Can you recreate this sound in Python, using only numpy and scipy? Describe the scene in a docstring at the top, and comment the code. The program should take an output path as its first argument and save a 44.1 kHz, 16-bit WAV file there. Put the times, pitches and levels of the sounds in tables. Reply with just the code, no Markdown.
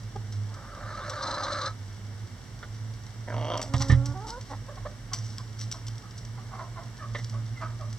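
"""A low hum wavers under outdoor air while hens crowd round a vegetable hung on a string in a backyard run.
One gives a long harsh squawk; later one growls, then moans upward in pitch; others cluck farther off.
Beaks peck, feathers brush past, short knocks and scuffs ring, and bumps near the microphone boom briefly.
Voices are rough pulse trains through throat resonances; contacts are decaying or grainy noise;
bumps are decaying low modes, the hum an unsteady tone with its octave, the air shaped noise."""
import sys
import numpy as np
from scipy import signal
from scipy.fft import rfft, irfft
from scipy.io import wavfile
from scipy.ndimage import uniform_filter1d

SR = 44100
rng = np.random.default_rng(int(sys.argv[2]) if len(sys.argv) > 2 else 0)


def to_wav(sig):
    """Store sig (one row per channel, or 1-D mono) as 16-bit WAV at the path in sys.argv[1].

    Samples outside -1..1 are clipped; the rate is SR.
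    """
    pcm = np.clip(np.atleast_2d(sig), -1, 1) * 32767
    pcm = np.round(pcm).astype(np.int16)
    wavfile.write(sys.argv[1], SR, pcm.T)  # frames by channels


N = 351918
TIME_S = np.arange(N) / SR
FILTER_HZ = np.arange(2049) * SR / 4096 + 1  # 1 Hz offset keeps the log axis finite

# Background noise spectra: (frequency [Hz], relative density [dB])
RUMBLE_SPECTRUM = [(20, -31), (33, -21), (45, 0), (60, -14), (76, -12.5), (100, -3), (130, -5), (155, -20),
                   (185, -12.5), (225, -16), (300, -21), (450, -28), (700, -54.5)]
AIR_SPECTRUM = [(200, -14), (450, 2), (900, 0.5), (1400, 0), (2100, -0.5), (2800, -4.5), (4200, -7.5),
                (5200, -6.5), (5750, 0.5), (6500, -14), (7600, -7.5), (9500, -19), (11000, -20.5),
                (16000, -33.5)]
# Left-right likeness of the background: (frequency [Hz], likeness [0-1])
LIKENESS = [(100, 1), (300, 0.72), (1000, 0.63), (3000, 0.53), (8000, 0)]
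# Slow course of the hum: (time [s], pitch [Hz], level [dB])
HUM_COURSE = [(0.0, 108.6, -40.5), (0.33, 104.0, -33.5), (0.81, 103.9, -45.5), (2.12, 103.0, -39),
              (2.61, 110.4, -49.5), (2.77, 109.4, -36), (3.09, 108.7, -44), (3.42, 112.3, -31),
              (4.23, 113.6, -44.5), (4.4, 105.5, -46.5), (4.56, 106.7, -36.5), (5.05, 110.7, -43.5),
              (5.21, 108.6, -36), (6.19, 112.8, -42.5), (7.0, 115.2, -39.5), (7.33, 112.2, -32),
              (7.65, 114.9, -41), (7.98, 110.5, -32)]
# Bumps near the microphone: (time [s], relative level [dB])
BUMPS = [(3.739, -20), (3.801, -26.5), (3.896, -14), (3.922, -13.5), (4.085, -29.5)]
# Their booming modes: (frequency [Hz], relative level [dB], 60 dB decay [s])
BOOM_MODES = [(48.3, -18, 0.77), (87, 1, 0.18), (112, -2, 0.16), (122.8, -0.5, 0.43), (186, -0.5, 0.048)]
# Short knocks and scuffs: (time [s], relative level [dB], 60 dB decay [s], strongest ring [Hz])
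KNOCKS = [(2.627, -36.5, 0.043, 1420), (3.737, -23.5, 0.046, 860), (3.802, -37, 0.21, 990),
          (3.897, -29.5, 0.12, 1900), (3.924, -31, 0.058, 1820), (7.147, -30, 0.06, 1930),
          (7.183, -40.5, 0.065, 1970)]
# Resonances shared by the knocks: (centre [Hz], width [Hz], relative level [dB])
KNOCK_MODES = [(490, 320, -6), (930, 330, -4), (1190, 230, -4), (1940, 310, -3.5), (3280, 1170, -12)]
# Beak tips snapping: (time [s], relative level [dB], 60 dB decay [s])
PECKS = [(0.323, -41.5, 0.07), (.54, -42.5, .057), (3.065, -42.5, .034), (3.615, -22.5, 0.024),
         (3.737, -28.5, 0.033), (3.883, -37.5, .17), (4.057, -30, .05), (4.303, -26.5, .023),
         (4.41, -38.5, 0.04), (5.132, -23.5, 0.063), (5.186, -32.5, 0.016), (5.382, -21.5, 0.01),
         (5.613, -33.5, 0.03), (5.724, -26, 0.022), (5.867, -35.5, 0.049), (5.882, -26, 0.015),
         (5.98, -34.5, 0.018), (6.108, -41, 0.028), (6.177, -40, 0.078), (6.25, -39, 0.027),
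         (7.185, -40.5, 0.036), (7.244, -29.5, 0.019), (7.296, -33, 0.022), (7.928, -30.5, 0.019)]
# Feathers and leaves brushing: (time [s], length [s], relative level [dB])
RUSTLES = [(1.088, 0.028, -36.5), (3.569, 0.016, -37), (3.617, .026, -33.5), (3.72, 0.14, -41),
           (3.803, 0.032, -29), (3.906, 0.025, -38.5), (4.262, .05, -38.5), (4.444, 0.11, -50),
           (5.129, 0.028, -34.5), (5.147, 0.29, -49.5), (5.567, 0.093, -41.5), (5.708, 0.03, -33.5),
           (7.078, 0.21, -51.5), (7.608, 0.023, -49.5)]
# Colour of small dry contacts: (frequency [Hz], relative gain [dB])
CONTACT_COLOUR = [(300, -33), (1500, -10.5), (2800, -8.5), (4000, -6), (5200, -1.5), (5800, 5.5),
                  (6600, -12), (7700, -5), (9500, -26), (12000, -25), (16000, -36)]
# Clucks: (time [s], length [s], pitch [Hz], glide [octaves], throat [Hz], level [dB], roughness [0-1],
# scattered sound [dB re direct])
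CLUCKS = [(.155, .017, 406, -.07, 700, -34.5, 0.25, -11), (4.494, 0.062, 269, -0.021, 940, -36, 0.73, -16),
          (4.68, 0.029, 562, 0.51, 820, -41.5, 0.36, -2.5),
          (4.767, 0.025, 384, -0.15, 980, -43.5, 0.27, -9), (4.849, 0.029, 584, 0.3, 850, -33.5, 0.33, -12),
          (5.112, 0.042, 343, -0.16, 1080, -41.5, 0.46, -5), (5.385, 0.031, 553, -0.21, 1180, -47, 0.5, -6),
          (5.737, 0.027, 342.4, 0.038, 1067, -46, 0.7, -2), (6.013, 0.068, 407, .1, 1247, -54.5, 0.6, -4),
          (6.365, 0.041, 380, 0.18, 1040, -52, 0.9, 2), (6.507, 0.07, 386.3, -.15, 1070, -43.5, 0.67, 1),
          (6.574, 0.056, 342, -0.25, 1000, -38, 0.44, -2.5), (6.755, 0.048, 343, -0.29, 980, -42, 0.4, 0),
          (6.981, 0.034, 580, -0.22, 1600, -46, 0.48, -11), (6.996, .065, 585, -.28, 1240, -44, 0.3, -0.5),
          (7.324, 0.053, 592, -0.19, 1090, -46.5, 0.63, -2), (7.544, 0.055, 700, -0.25, 2010, -52, .15, 4),
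          (7.604, 0.051, 319.5, -0.29, 1200, -35.5, 0.52, -3),
          (7.791, 0.049, 601, -0.27, 1080, -44, 0.38, 0)]
# Clucking throat: (multiple of throat frequency [ratio], width [Hz], relative level [dB])
CLUCK_THROAT = [(.64, 214, -4), (1, 267, 0.5), (1.4, 350, -18), (2, 402, -15.5), (4, 1200, -27)]
# Rising moan: (time [s], pitch [Hz], roughness [0-1])
MOAN_COURSE = [(3.66, 273.4, 0.25), (3.95, 269.8, 0.07), (4.135, 289.6, 0.17), (4.148, 376.6, .25),
               (4.19, 387.7, 0.02), (4.245, 444, 0.13), (4.285, 419, 0.5), (4.33, 486, 0.3), (4.36, 483, 0),
               (4.405, 577, .25)]
# Moaning throat: (centre [Hz], width [Hz], relative level [dB])
MOAN_THROAT = [(280, 125, 4), (553, 70, 0), (757, 35, 4.5), (930, 92, 3), (1143, 69, -4.5), (1396, 145, -6)]
# Growl: (time [s], effort level [dB], beak resonance [Hz])
GROWL_COURSE = [(3.265, -56, 1900), (3.28, -39, 1890), (3.32, -39, 1470), (3.35, -35.5, 950),
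                (3.48, -33.5, 890), (3.53, -31, 1260), (3.6, -34.5, 1000), (3.69, -48, 900)]
# Growling throat, lower and upper resonances: (centre [Hz], width [Hz], relative level [dB])
GROWL_LOW = [(251, 58, 2), (460, 160, -1.5), (617, 97, 6.5), (740, 38, 1), (937, 63, 4), (1230, 170, -18),
             (2110, 400, -13)]
GROWL_HIGH = [(2860, 170, 1), (3210, 110, 6), (3570, 170, -2), (4500, 500, -6), (5820, 290, -1.5)]
# Squawk: (time [s], throat level [dB], harsh-middle level [dB])
SQUAWK_COURSE = [(.48, -66, -59), (.55, -52.5, -55.5), (.70, -49.5, -58.5), (.92, -41.5, -52.5),
                 (1.15, -38.5, -51), (1.26, -36.5, -40), (1.5, -35.5, -43), (1.68, -34.5, -47),
                 (1.735, -71, -67)]
# Shrill bursts within the squawk: (time [s], length [s], level [dB])
SHRILL_BURSTS = [(1.218, 0.029, -35.5), (1.267, 0.022, -37), (1.306, 0.015, -35), (1.339, 0.018, -37.5),
                 (1.427, 0.027, -34.5), (1.518, 0.022, -33), (1.612, 0.013, -35), (1.655, 0.015, -34)]
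# Squawking throat, lower, harsh-middle and upper resonances: (centre [Hz], width [Hz], relative level [dB])
SQUAWK_LOW = [(554, 63, -4), (1247, 124, -1), (1517, 74, -9.5), (1662, 76, -8), (1980, 740, -20.5)]
SQUAWK_HARSH = [(250, 120, -1), (540, 170, 0), (746, 54, 6.5), (987, 130, -2), (1480, 530, -4)]
SQUAWK_HIGH = [(3700, 360, -17), (4060, 370, -3), (4710, 45, -2.5), (5140, 204, -8), (5760, 120, -9.5),
               (6200, 140, -6.5), (7707, 1000, -20)]
# Microphone ports, the right with more bass, the left with more treble: (frequency [Hz], left minus right [dB])
PORT_BALANCE = [(40, -3.5), (500, -3), (1300, -2.4), (2500, -1), (5000, 2), (8000, 1.4), (12000, 0.5)]


def from_db(db):
    """Decibels to amplitude gain."""
    return 10 ** (np.asarray(db) / 20)


def rms_one(x):
    """Scale to unit power."""
    return x / np.sqrt(np.mean(x ** 2) + 1e-20)


def in_time(rows):
    """Interpolate each column over the scene's time."""
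    time_s, *columns = np.transpose(rows)
    return [np.interp(TIME_S, time_s, column) for column in columns]


def during(rows):
    """Gate open from first row to last, with 10 ms ramps inside."""
    start_s, end_s = rows[0][0], rows[-1][0]
    return np.interp(TIME_S, [start_s, start_s + .01, end_s - .01, end_s], [0, 1, 1, 0])


def add(out, time_s, x):
    """Mix a short sound in at a given time."""
    i = int(time_s * SR)
    out[i:i + len(x)] += x[:max(N - i, 0)]


def drift(rate_hz, size=N):
    """Random curve of unit spread, straight between knots at the given rate."""
    steps = np.arange(size) * rate_hz / SR
    knots = rng.standard_normal(size // 8 + 4)
    return 1.22 * np.interp(steps, np.arange(len(knots)), knots)  # 1.22 restores the spread


def even(x):
    """Hold the RMS level near 1 over 30 ms."""
    return x / np.sqrt(np.abs(uniform_filter1d(x * x, 1323)) + 1e-12)


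def swell(length_s):
    """Rounded rise and fall."""
    return np.sin(np.linspace(0, np.pi, max(int(length_s * SR), 16))) ** 2


def at_hz(points, hz):
    """Read a spectrum on a log-frequency axis."""
    points_hz, values = np.transpose(points)
    return np.interp(np.log(hz), np.log(points_hz), values)


def colour(x, gain):
    """Causal (minimum-phase) filter with the given gain at FILTER_HZ."""
    cepstrum = irfft(np.log(gain + 1e-6))
    half = len(cepstrum) // 2
    folded = np.r_[cepstrum[0], 2 * cepstrum[1:half]]
    impulse = irfft(np.exp(rfft(folded, 2 * half)))[:half]
    return signal.oaconvolve(x, impulse)[:len(x)]


def resonate(x, modes):
    """Parallel resonances with steep skirts, summed in power."""
    power = np.zeros(len(FILTER_HZ))
    for centre_hz, width_hz, db in modes:
        offset = (FILTER_HZ - centre_hz) / width_hz
        power += from_db(2 * db) / (1 + 2 * offset ** 2) ** 2
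    return colour(x, np.sqrt(power))


def sliding(x, centre_hz, width_hz):
    """One moving resonance: shift it to 0 Hz, low-pass, shift back."""
    turn = np.exp(2j * np.pi * np.cumsum(centre_hz) / SR)
    lowpass = signal.butter(2, width_hz / 2, fs=SR, output="sos")
    return np.real(turn * signal.sosfilt(lowpass, x / turn))


def burst(t60_s, attack_s=0.00071):
    """A crack of noise that dies away exponentially."""
    t = TIME_S[:SR // 4]
    decay = from_db(-60 * t / max(t60_s, .004))
    return rng.standard_normal(len(t)) * decay * (1 - np.exp(-t / max(attack_s, 1e-5)))


def syrinx(pitch_hz, rough, jitter=.13, rasp=1.0):
    """One pulse a cycle; roughness unsettles period and strength and lets air noise through."""
    size = len(pitch_hz)
    phase = np.cumsum(pitch_hz * np.exp(jitter * rough * drift(500, size))) / SR
    distance_samples = (phase % 1 - .5) * SR / pitch_hz
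    pulses = rms_one(np.exp(-distance_samples ** 2 / 2)) * from_db(4.2 * rough * drift(300, size))
    air = rng.standard_normal(size) * (1 - np.cos(2 * np.pi * phase))
    return pulses + rasp * rough * air


def reflections(x, t60_s):
    """Sound scattered by the walls of the run: a decaying noise tail, partly alike left and right."""
    t = TIME_S[:SR // 3]
    tail = rng.standard_normal((2, len(t))) * from_db(-60 * t / t60_s) * (t > .003)
    tail = tail + 0.69 * tail[::-1]
    tail /= np.sqrt(np.sum(tail ** 2, axis=1, keepdims=True))
    return signal.oaconvolve(x[None], tail, axes=1)[:, :N]


def place(x, pan_db, wet_db, t60_s=0.16):
    """Add a source's reflections and pan both; positive is left."""
    wet = from_db(wet_db) * reflections(x, t60_s)
    return (x + wet) * from_db([[pan_db / 2], [-pan_db / 2]])


def background(spectrum, level_db):
    """Steady outdoor noise from mid and side parts, less alike left and right toward the treble."""
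    hz = np.arange(N // 2 + 1) * SR / N + 1
    alike = np.clip(at_hz(LIKENESS, hz), 0, 1)
    mid, side = rfft(rng.standard_normal((2, N))) * from_db(at_hz(spectrum, hz))
    stereo = np.sqrt(1 + alike) * mid + np.sqrt(1 - alike) * side * [[1], [-1]]
    return from_db(level_db) * rms_one(irfft(stereo, N))


def hum(octave_db=-22, throb_share=0.51, throb_rate_hz=17):
    """A low tone and its octave wander in pitch; random modulation throbs, at times almost to nothing."""
    pitch_hz, slow_db = in_time(HUM_COURSE)
    turn = np.exp(2j * np.pi * np.cumsum(pitch_hz) / SR)
    throb = 1 + throb_share * (drift(throb_rate_hz) + 1j * drift(throb_rate_hz))
    tone = np.real(throb * (turn + from_db(octave_db) * turn ** 2))
    return from_db(slow_db) * rms_one(tone)


def bumps(onset_s=0.0029):
    """Soft heavy contacts set a few low modes booming."""
    out, t = np.zeros(N), TIME_S[:SR // 2]
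    boom = np.zeros(len(t))
    for hz, db, t60_s in BOOM_MODES:
        boom += from_db(db - 60 * t / t60_s) * np.sin(2 * np.pi * hz * t)
    boom *= 1 - np.exp(-(t / onset_s) ** 2)
    for time_s, db in BUMPS:
        add(out, time_s, from_db(db) * boom)
    return out


def knocks(ring_width_hz=260, gain_db=15.5):
    """Short noise bursts excite shared resonances; each knock has its own strongest ring."""
    out = np.zeros(N)
    for time_s, db, t60_s, ring_hz in KNOCKS:
        blow = burst(t60_s, attack_s=0.0016)
        ring = resonate(blow, KNOCK_MODES + [(ring_hz, ring_width_hz, 0)])
        add(out, time_s, from_db(db + gain_db) * ring)
    return out


def pecks_and_feathers(litter_per_s=30, litter_db=-49, grain_db=5.0, gain_db=7.5):
    """Beak snaps, grainy brushing and feet ticking in dry litter: noise with one contact colour."""
    out = np.zeros(N)
    for time_s, db, t60_s in PECKS:
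        add(out, time_s, from_db(db) * burst(t60_s))
    for time_s, length_s, db in RUSTLES:
        shape = swell(length_s)
        grains = rng.standard_normal(len(shape)) * from_db(grain_db * drift(600, len(shape)))
        add(out, time_s, from_db(db) * shape * rms_one(grains))
    tick_db = litter_db + 3.5 * rng.standard_normal(N).clip(-2, 2)
    ticks = (rng.random(N) < litter_per_s / SR) * from_db(tick_db)
    out += signal.fftconvolve(ticks, burst(0.021))[:N]
    return colour(out, from_db(at_hz(CONTACT_COLOUR, FILTER_HZ) + gain_db))


def clucks(chest_hz=260, chest_db=-17, beak_share=0.29):
    """Short gliding notes; the farther the hen, the less chest and the more scattered sound."""
    direct, scattered = np.zeros((2, N))
    for time_s, length_s, pitch_hz, glide, throat_hz, db, rough, scatter_db in CLUCKS:
        shape = np.sqrt(swell(length_s))
        bend = 2 ** (glide * np.linspace(-.5, .5, len(shape)))
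        voice = syrinx(pitch_hz * bend, rough)
        modes = [(multiple * throat_hz, width_hz, mode_db) for multiple, width_hz, mode_db in CLUCK_THROAT]
        modes.append((chest_hz, 90, chest_db - scatter_db))
        body = rms_one(resonate(voice, modes))
        # the beak's resonance slides along with the pitch
        beak = rms_one(sliding(voice, throat_hz * bend ** 2, width_hz=660))
        note = from_db(db) * shape * rms_one(body + beak_share * beak)
        add(direct, time_s, note)
        add(scattered, time_s, from_db(scatter_db) * note)
    return direct + reflections(scattered, t60_s=0.3)


def moan(waver=0.00828, start_db=-43, db_per_octave=4, attack_s=0.077, release_s=0.027,
         break_db=-5, break_octaves_per_s=15):
    """A note breaks upward in steps, louder as it climbs; roughness alternates strong and weak cycles."""
    pitch_hz, rough = in_time(MOAN_COURSE)
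    attack = np.clip((TIME_S - MOAN_COURSE[0][0]) / attack_s, 0, 1)
    release = np.clip((MOAN_COURSE[-1][0] - TIME_S) / release_s, 0, 1) ** 2
    octaves = np.log2(pitch_hz / pitch_hz[0])
    # the note thins out where its pitch jumps
    octaves_per_s = uniform_filter1d(np.abs(np.gradient(octaves)) * SR, size=900)
    jumping = np.minimum(octaves_per_s / break_octaves_per_s, 1)
    level_db = start_db + db_per_octave * octaves + break_db * jumping
    alternate = 1 + 1.2 * rough * np.cos(np.pi * np.cumsum(pitch_hz) / SR)
    voice = syrinx(pitch_hz * (1 + waver * drift(70)), rough) * alternate
    return from_db(level_db) * even(resonate(voice, MOAN_THROAT)) * attack * release


def growl(pitch_hz=150, rattle_hz=56, rattle_depth_db=8, low_share=0.52, low_trim_db=-1.5,
          full_effort_db=-30.5, high_full_db=-43, high_db_per_db=2.1,
          beak_db=-5.5, beak_top_hz=3400, beak_top_db=-3, beak_octaves_per_db=.045):
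    """Low ragged pulses; a slower rattle chops the upper resonances most, and effort opens the beak."""
    level_db, beak_hz = in_time(GROWL_COURSE)
    effort_db = level_db - full_effort_db
    top_hz = beak_top_hz * 2 ** (beak_octaves_per_db * effort_db)
    voice = syrinx(pitch_hz * 2 ** (.2 * drift(35)), rough=.75)
    rattle = np.sin(2 * np.pi * np.cumsum(rattle_hz * (1 + .15 * drift(40))) / SR)
    throat = voice * from_db(low_share * rattle_depth_db * rattle)
    chopped = voice * from_db(rattle_depth_db * rattle)
    low = even(resonate(throat, GROWL_LOW))
    low += from_db(beak_db) * even(sliding(throat, beak_hz, width_hz=340))
    high = even(resonate(chopped, GROWL_HIGH))
    high += from_db(beak_top_db) * even(sliding(chopped, top_hz, width_hz=470))
    high_db = high_full_db + high_db_per_db * effort_db
    return (from_db(level_db + low_trim_db) * low + from_db(high_db) * high) * during(GROWL_COURSE)


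def squawk(pitch_hz=315, rough=.9, shrill_hz=513, waver=0.0257, quiver_rate_hz=30,
           full_effort_db=-36, high_full_db=-45, high_db_per_db=1.8,
           slide_hz=968, slide_octaves=0.26, slide_rate_hz=28, slide_db=-1):
    """Chaotic pulses through throat resonances, cracking now and then into a shrill buzz."""
    low_db, harsh_db = in_time(SQUAWK_COURSE)
    high_db = high_full_db + high_db_per_db * (low_db - full_effort_db)
    voice = syrinx(np.full(N, pitch_hz), rough)
    throat = from_db(low_db) * even(resonate(voice, SQUAWK_LOW))
    throat += from_db(high_db) * even(resonate(voice, SQUAWK_HIGH))
    # a quiver bends the lower and upper voice together in pitch and resonance
    quiver = uniform_filter1d(drift(quiver_rate_hz), size=700)
    out = np.interp(TIME_S + waver / quiver_rate_hz * quiver, TIME_S, throat)
    # pushed hard, the membranes flap out of step and fill the middle
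    flapping = syrinx(np.full(N, pitch_hz), rough=1.1)
    wander_hz = slide_hz * 2 ** (slide_octaves * drift(slide_rate_hz))
    out += from_db(harsh_db) * even(resonate(flapping, SQUAWK_HARSH))
    out += from_db(harsh_db + slide_db) * even(sliding(flapping, wander_hz, width_hz=170))
    for time_s, length_s, db in SHRILL_BURSTS:
        shape = np.sqrt(swell(length_s))
        buzz = resonate(syrinx(np.full(len(shape), shrill_hz), rough=0.22), SQUAWK_HIGH)
        add(out, time_s, from_db(db) * shape * rms_one(buzz))
    return out * during(SQUAWK_COURSE)


def scene():
    """Hens at their places over contacts, hum and air."""
    out = background(RUMBLE_SPECTRUM, level_db=-44.5) + background(AIR_SPECTRUM, level_db=-52.0)
    out += hum()
    out += place(bumps(), pan_db=-2.5, wet_db=-15, t60_s=0.13)
    out += place(knocks(), pan_db=-1.5, wet_db=-1.5, t60_s=0.074)
    out += place(pecks_and_feathers(), pan_db=-.4, wet_db=-8.5, t60_s=0.34)
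    out += clucks()
    out += place(moan(), pan_db=0.0, wet_db=-9.0)
    out += place(growl(), pan_db=0.2, wet_db=-7)
    out += place(squawk(), pan_db=1.1, wet_db=-7.5)
    return out


def record(dry, notch_hz=2500, notch_q=6, low_cut_hz=30, high_cut_hz=15900):
    """Two differently coloured ports, the right a sample late; a narrow midrange notch, both ends cut."""
    tilt = from_db(at_hz(PORT_BALANCE, FILTER_HZ) / 2)
    left = colour(dry[0], tilt)
    right = colour(np.r_[0, dry[1, :-1]], 1 / tilt)
    out = signal.lfilter(*signal.iirnotch(notch_hz, notch_q, fs=SR), np.array([left, right]))
    out = signal.sosfilt(signal.butter(4, low_cut_hz, "high", fs=SR, output="sos"), out)
    return signal.sosfilt(signal.ellip(10, .1, 90, high_cut_hz, fs=SR, output="sos"), out)


dry = scene()
out = record(dry)
to_wav(out)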